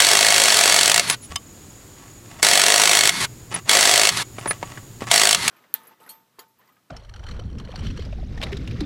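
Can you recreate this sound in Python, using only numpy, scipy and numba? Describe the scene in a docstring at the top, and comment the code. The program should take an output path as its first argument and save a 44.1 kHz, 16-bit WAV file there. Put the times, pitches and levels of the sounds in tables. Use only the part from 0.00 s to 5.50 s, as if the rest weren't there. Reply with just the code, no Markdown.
"""Rapid hammering, about 52 blows a second: a cordless impact wrench undoes wheel bolts in four short bursts.
Each blow is a decaying noise contact, coloured as a hard crack and fed to ringing wheel and socket modes.
Motor: coloured gear grains and whine partials that run on, then slow to a stop. Between bursts a high tone
squeaks, noise taps ring steel, noise knocks, sine thumps and gritty grains scuff.
Behind: filtered-noise air, a distant drone and an insect trill."""
import sys
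import numpy as np
from scipy import signal
from scipy.fft import rfft, irfft
from scipy.io import wavfile
from scipy.ndimage import map_coordinates
from numba import njit

SR = 44100
rng = np.random.default_rng(int(sys.argv[2]) if len(sys.argv) > 2 else 0)


def generate_wav(sig):
    """Save sig (samples, or channels by samples) to the path in sys.argv[1] as 16-bit PCM at SR."""
    pcm = np.round(np.clip(np.atleast_2d(sig).T, -1, 1) * 32767).astype(np.int16)
    wavfile.write(sys.argv[1], SR, pcm)


N = 242546
TIME = np.arange(N) / SR
RING_N = 8192  # length of decays and impulse responses [samples]


def undb(db):
    """Decibels to gain."""
    return 10 ** (np.asarray(db) / 20)


def unit(x):
    """Scale to rms 1."""
    return x / np.sqrt(np.mean(x ** 2))


def add(out, start_s, x):
    """Mix x into out from start_s."""
    i = max(int(start_s * SR), 0)
    out[i:i + len(x)] += x[:max(N - i, 0)]


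def fade(t60_s):
    """Exponential decay, 60 dB down after t60_s."""
    return np.exp(-np.log(1000) * TIME[:RING_N] / t60_s)


def through(x, response):
    """Pass x through an impulse response scaled to unit energy."""
    return signal.fftconvolve(x, response / np.linalg.norm(response))[:len(x)]


def colour(x, points, tilt_db=0, size=2048):
    """Minimum-phase filter with a (frequency [Hz], gain [dB]) shape, tilted in dB per octave."""
    hz, db = np.transpose(points)
    octave = np.log2(np.maximum(np.arange(size // 2 + 1), 1) * SR / size)
    tilt = tilt_db * (octave - octave.mean())
    gain = undb(np.interp(octave, np.log2(hz), db) + tilt)
    # fold the cepstrum to make the filter causal
    cepstrum = irfft(np.log(gain))
    cepstrum[1:size // 2] *= 2
    cepstrum[size // 2 + 1:] = 0
    return through(x, irfft(np.exp(rfft(cepstrum))))


def ring(modes, detune=0):
    """Impulse response: sum of decaying sine modes, each randomly detuned by a fraction."""
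    response = np.zeros(RING_N)
    for hz, db, t60_s in modes:
        mode_hz = hz * (1 + detune * rng.standard_normal())
        response += undb(db) * fade(t60_s) * np.sin(2 * np.pi * mode_hz * TIME[:RING_N])
    return response


def walk(rate_hz):
    """Random values drawn at rate_hz and joined by straight lines; spread near 1."""
    steps = rng.standard_normal(N)
    return map_coordinates(steps, [TIME * rate_hz], order=1)


def gate(start, end, edge_s):
    """On from start to end, with sloping edges."""
    return np.clip(np.minimum(TIME - start, end - TIME) / edge_s + .5, 0, 1)


def swell(start, end):
    """Half-sine rise and fall from start to end."""
    return np.sin(np.pi * np.clip((TIME - start) / (end - start), 0, 1))


def tone(hz):
    """Sine of rms 1 that follows a pitch curve."""
    return np.sqrt(2) * np.sin(2 * np.pi * np.cumsum(hz) / SR)


def grains(rate_hz, spread_db):
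    """Random tiny contacts of uneven size, rms 1."""
    hits = rng.random(N) < rate_hz / SR
    signs = rng.choice([-1, 1], N)
    return unit(hits * signs * undb(spread_db * rng.standard_normal(N)))


def radiate(x, corner_hz=260):
    """Small steel parts give off little bass: high-pass."""
    return signal.sosfilt(signal.butter(2, corner_hz, "high", fs=SR, output="sos"), x)


# outdoor air spectrum: (frequency [Hz], relative level [dB])
AIR_COLOUR = [(15, -66), (25, -6.5), (120, -5.5), (343, -8), (573, -17), (2980, -25.5), (4840, -25.5),
              (5250, -26), (6170, -27.5), (6880, -15), (8310, -26.5), (14700, -30.5), (15900, -33)]
# distant drone: (time [s], level [dB])
DRONE_LEVEL = [(0.0, -44.5), (0.5, -44), (1.9, -53), (2.9, -44), (5.5, -42.5)]
AIR_DB = -45.5


def yard():
    """Filtered noise: outdoor air, narrow low drone, steady insect trill with fluctuating level."""
    air = unit(colour(rng.standard_normal(N), AIR_COLOUR)) * undb(AIR_DB + walk(4.38))
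    drone_colour = [(60, -18.5), (100, -6.5), (114, 0), (140, -11.5), (300, -44)]
    drone = colour(rng.standard_normal(N), drone_colour, size=16384)
    drone *= undb(np.interp(TIME, *np.transpose(DRONE_LEVEL)))
    trill_colour = [(5500, -53), (6500, -4), (6830, 29.0), (7100, -38), (7500, 10), (8000, -36), (9500, -58)]
    trill = colour(rng.standard_normal(N), trill_colour) * undb(-57 + 2 * walk(70))
    return air + drone + trill


# handling knocks: (time [s], relative level [dB], resonance [Hz])
KNOCK_EVENTS = [(3.542, -29, 2090), (4.384, -27.5, 1000), (4.458, -20.5, 900), (4.475, -30, 1800),
                (4.5, -41, 1200), (4.5088, -17, 1780), (4.628, -24, 1090), (4.774, -34.5, 1490),
                (5.02, -25, 800), (5.075, -34, 2000)]
# knock and scuff spectrum: (frequency [Hz], relative level [dB])
KNOCK_COLOUR = [(88, -35), (150, 7.5), (449, -3.5), (713, 0), (1150, -7), (1830, -1), (4240, -16),
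                (4610, -16), (9000, -25), (11700, -41), (19800, -120)]
KNOCK_T60_S = 0.029


def knocks():
    """Decaying noise, coloured broadly, plus one short resonance per knock."""
    out = np.zeros(N)
    for time_s, db, hz in KNOCK_EVENTS:
        thud = undb(db) * fade(KNOCK_T60_S) * rng.standard_normal(RING_N)
        tilt_db = 3 * np.log2(hz / 1000)  # small parts sound brighter all over
        body = colour(thud, KNOCK_COLOUR, tilt_db)
        resonance = radiate(through(thud, ring([(hz, 0, .0045)])))
        add(out, time_s, undb(-3.5) * body + undb(3.5) * resonance)
    return out


# shoe and tool scuffs: (start [s], end [s], relative level [dB])
SCUFF_SPANS = [(1.933, 2.155, -53.5), (2.225, 2.482, -47), (3.505, 3.603, -29.5), (3.653, 3.73, -32),
               (4.35, 4.582, -39), (4.58, 4.84, -45.5), (4.998, 5.054, -34), (5.063, 5.102, -34),
               (1.282, 1.35, -45)]


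def scuffs():
    """Uneven gritty contacts under swelling pressure; rubbed steel rings a little."""
    pressure = sum(undb(db) * swell(start, end) for start, end, db in SCUFF_SPANS)
    rub = pressure * undb(3.2 * walk(60)) * grains(rate_hz=1800, spread_db=7)
    grit = colour(rub, KNOCK_COLOUR, tilt_db=5.0)
    ringing = colour(through(rub, ring(STEEL_MODES)), KNOCK_COLOUR)
    return grit + undb(-4) * ringing


# tool and knee meet the ground: (time [s], pitch [Hz], level [dB], t60 [s])
THUMP_EVENTS = [(1.3, 75, -34, 0.3), (1.352, 87, -31, 0.12), (5.02, 228, -23, 0.026)]


def thumps():
    """Decaying low sines."""
    out = np.zeros(N)
    for time_s, hz, db, t60_s in THUMP_EVENTS:
        add(out, time_s, undb(db) * fade(t60_s) * np.sin(2 * np.pi * hz * TIME[:RING_N]))
    return out


# bolt squeaks in its hole: (start [s], end [s], tone level [dB])
SQUEAK_SPANS = [(1.072, 1.146, -25.5), (1.216, 1.272, -40), (3.54, 3.558, -19.5), (4.38, 4.414, -48),
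                (4.47, 4.528, -22)]
SQUEAK_HZ = 9895


def squeaks(rasp_db=-46):
    """Dry steel sliding on steel: faint rasp and one wavering high note that swells and dies."""
    out = np.zeros(N)
    waver = 1 + 0.00193 * walk(160)
    rasp = undb(rasp_db) * radiate(colour(rng.standard_normal(N), STRIKE_COLOUR), corner_hz=2500)
    for start, end, db in SQUEAK_SPANS:
        out += swell(start, end) * (undb(db) * tone(SQUEAK_HZ * waver) + rasp)
    return out


# loose steel clinks: (time [s], relative level [dB])
CLINK_EVENTS = [(1.109, -12.5), (1.358, -18), (1.3608, -15.5), (3.252, -36), (4.172, -13.5)]
# loose steel modes: (frequency [Hz], relative level [dB], t60 [s])
STEEL_MODES = [(1140, -3.5, 0.067), (1320, 1, 0.025), (2190, -4, 0.013), (3060, -2, 0.037),
               (3630, -6, 0.046), (4120, 0.5, 0.011), (5036, -2.5, 0.031), (6330, 2, 0.023),
               (8800, -12, 0.034)]


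def clinks(tap_db=-3, ring_db=-1):
    """Bolt and socket tap each other: short noise hits, direct and through steel modes."""
    taps = np.zeros(N)
    for time_s, db in CLINK_EVENTS:
        add(taps, time_s, undb(db) * fade(.016) * rng.standard_normal(RING_N))
    direct = undb(tap_db) * colour(taps, STRIKE_COLOUR)
    ringing = undb(ring_db) * through(taps, ring(STEEL_MODES))
    return radiate(direct + ringing, corner_hz=1000)


# trigger pulls: (on [s], released [s], stopped [s], relative running level [dB], extra while braking [dB])
TRIGGER_PULLS = [(-.05, 1.072, 1.15, -29, 2), (2.428, 3.203, 3.256, -27.5, 5.5),
                 (3.685, 4.166, 4.229, -28.5, 3.5), (5.1, 5.425, 5.52, -29, 4)]
# motor and gear noise: (frequency [Hz], relative level [dB])
GEAR_COLOUR = [(59, -80), (100, -4.5), (166, 0.5), (594, -8), (1100, 3), (1250, 0), (2120, 2), (2910, -2.5),
               (4360, 2), (4950, -3.5), (10600, -7), (15900, -31)]
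# rotor and tooth whine: (full-speed frequency [Hz], relative level [dB])
WHINE_PARTIALS = [(175, -15), (1270, -14), (2100, -7), (3400, -11), (4450, -11), (5500, -15), (10700, -18)]


def motor(slowdown=0.3, whine_db=-3, teeth_db=0.5, judder=0.025):
    """Gears hiss and whine; on release they get louder while the whine judders and falls."""
    level, braking = np.zeros(N), np.zeros(N)
    speed = 1 + 0.023 * walk(30) + 0.00764 * walk(600)
    for on, released, stopped, db, brake_db in TRIGGER_PULLS:
        brake = gate(released, stopped, .006)
        braking += brake
        level += undb(db + brake_db * brake) * gate(on, stopped, .01)
        progress = np.clip((TIME - released) / (stopped - released), 0, 1)
        speed *= 1 - slowdown * progress * (TIME < stopped + .1)
    speed *= 1 + judder * braking * walk(500)
    whine = sum(undb(db + 1.6 * walk(76)) * tone(hz * speed) for hz, db in WHINE_PARTIALS)
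    teeth = colour(grains(rate_hz=6600, spread_db=-1.5), GEAR_COLOUR)
    return level * (undb(teeth_db) * teeth + undb(whine_db) * whine)


# late catches, where the hammer slips over the anvil and the beat restarts: time [s]
CATCH_TIMES = [0.0477, 0.1139, 0.4828, 0.5695, 0.6368, 0.7234, 0.789, 0.8579, 0.943, 2.5128, 2.6636, 3.0353,
               3.8542, 3.9392, 5.1406]
BLOW_HZ, SLIP_GAP_S = 52, 0.0265


def beat(first, last):
    """Blow times [s] on one bolt: near-even beat, longer gap before each late catch."""
    catches = [s for s in CATCH_TIMES if first < s < last]
    run_starts = [first] + catches
    run_ends = [s - SLIP_GAP_S for s in catches] + [last]
    times = []
    for a, b in zip(run_starts, run_ends):
        times.extend(np.linspace(a, b, 1 + round(abs(b - a) * BLOW_HZ)))
    return times


# socket, wheel and anvil modes: (frequency [Hz], relative level [dB], t60 [s])
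WHEEL_MODES = [(406.6, -11.5, 0.23), (573, -0.5, 0.088), (737, -1, 0.035), (1309, -14, 0.054),
               (1780, -22, 0.055), (2277, 12.5, 0.0097), (2880, -5, 0.016), (3390, 2, 0.077),
               (4610, 18, 0.0073), (5580, 7, 0.037), (6250, -0.5, 0.056), (7800, -3, 0.078)]


def wheel(force):
    """Socket and wheel ring; each new bolt or slip reseats the socket and shifts the modes."""
    out = np.zeros(N)
    starts = sorted([first for first, *_ in BOLT_BURSTS] + list(CATCH_TIMES))
    for start, end in zip(starts, starts[1:] + [TIME[-1]]):
        piece = np.pad(force[int(start * SR):int(end * SR)], (0, RING_N))  # room for the tail
        add(out, start, through(piece, ring(WHEEL_MODES, detune=0.01)))
    return out


# hammering, one burst per bolt: (first blow [s], last blow [s], relative level [dB],
# tight grip [dB], grip at last blow before the FREE_DB floor [dB])
BOLT_BURSTS = [(0.0022, 0.9956, -5, -2, -26), (2.4283, 3.0928, -3.5, -2, -7.5),
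               (3.6939, 4.09, -3.5, 0.5, -6), (5.1137, 5.347, -3, -2, -10.5)]
LOOSEN_S, FREE_DB = 0.063, -14  # loosening time constant, grip floor


def bolt_grip():
    """Gain of the bolt's resistance: gives way ever faster towards the last blow, then turns free."""
    db = np.full(N, float(FREE_DB))
    for first, last, _, tight_db, last_db in BOLT_BURSTS:
        giving = (last_db - tight_db) * np.exp(np.minimum((TIME - last) / LOOSEN_S, 2))
        db = np.where(TIME >= first, np.maximum(tight_db + giving, FREE_DB), db)
    return undb(db)


# blows thrown by the braking rotor: (time [s], relative level [dB])
BRAKING_BLOWS = [(1.0992, -9), (5.4792, -8.5)]
# blow spectrum: (frequency [Hz], relative level [dB])
STRIKE_COLOUR = [(30, -95), (110, -29), (280, -16.5), (410, -5), (540, -5), (700, 4.5), (900, -5),
                 (1250, -5), (2150, -1.5), (3500, -2.5), (5000, -3.5), (8000, -2), (10800, -10.5),
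                 (13000, -20), (14700, -20)]
BLOW_SCATTER_DB = 0.8


def hammer(contact_s=0.0044, chatter_db=-14, chatter_t60_s=0.045, grind_db=-13.5, rebound_db=-13):
    """Brief hard contacts; the socket rebounds and chatters, and the cam grinds as it winds up again."""
    blows, chatter = np.zeros(N), np.zeros(N)
    contact = np.exp(-(TIME[:400] / contact_s) ** 2)
    hammering = [(s, db) for first, last, db, *_ in BOLT_BURSTS for s in beat(first, last)]
    for time_s, db in hammering + list(BRAKING_BLOWS):
        size = undb(db + BLOW_SCATTER_DB * rng.standard_normal())
        add(blows, time_s, size * contact)
        add(chatter, time_s, size * undb(chatter_db) * fade(chatter_t60_s))
        rebound_s = time_s + rng.uniform(.003, .012)
        rebound = undb(rebound_db + 2.5 * rng.standard_normal()) * contact
        add(chatter, rebound_s, size * rebound)
    winding = sum(gate(first - .005, last + .015, .006) for first, last, *_ in BOLT_BURSTS)
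    grip = bolt_grip()
    impact = (blows + grip * chatter) * grains(rate_hz=30000, spread_db=-1.5)
    grind = undb(grind_db) * grip * winding * grains(rate_hz=4000, spread_db=-1.5)
    force = impact + grind
    crack = colour(force, STRIKE_COLOUR)
    low = signal.sosfiltfilt(signal.butter(2, 1500, fs=SR, output="sos"), crack)
    # a freed bolt no longer drives the wheel: thin blows
    seated = np.minimum(grip, 1) ** .5
    body = seated * crack + (1 - seated) * (crack - low)
    return undb(-0.5) * body + undb(-8.0) * radiate(wheel(seated * force))


def surroundings(x, echo_db=-11, t60_s=0.046, delay_s=0.00293):
    """Ground, wheel arch and car body throw back a short dense echo: decaying coloured noise."""
    response = rng.standard_normal(RING_N) * fade(t60_s) * (TIME[:RING_N] > delay_s)
    response = colour(response, [(100, -8.0), (700, 10.0), (3000, 12.0), (8000, -7), (15000, 13)])
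    return x + undb(echo_db) * through(x, response)


def scene():
    """Wrench and handling with the echo beside the car; squeaks and yard without it."""
    wrench = hammer() + motor()
    handling = clinks() + knocks() + scuffs() + thumps()
    return (surroundings(wrench + handling) + squeaks() + yard())[None]


@njit
def follow(x, attack, release):
    """Level follower: fast rise, slow fall, as fractions per sample."""
    out, level = np.empty(len(x)), 0.
    for i in range(len(x)):
        size = abs(x[i])
        level += (size - level) * (attack if size > level else release)
        out[i] = level
    return out


TOP_HZ = 15900


def record(dry, threshold_db=-7, attack_s=0.0012, release_s=0.04):
    """Look-ahead limiter, then rounded peaks and a steep low-pass."""
    level = follow(dry[0], 1 / (attack_s * SR), 1 / (release_s * SR))
    ahead = np.interp(TIME + attack_s, TIME, level)
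    held = dry / np.maximum(ahead / undb(threshold_db), 1)
    rounded = held / (1 + held ** 8) ** (1 / 8)
    return signal.sosfilt(signal.ellip(10, .2, 70, TOP_HZ, fs=SR, output="sos"), rounded)


dry = scene()
out = record(dry)
generate_wav(out)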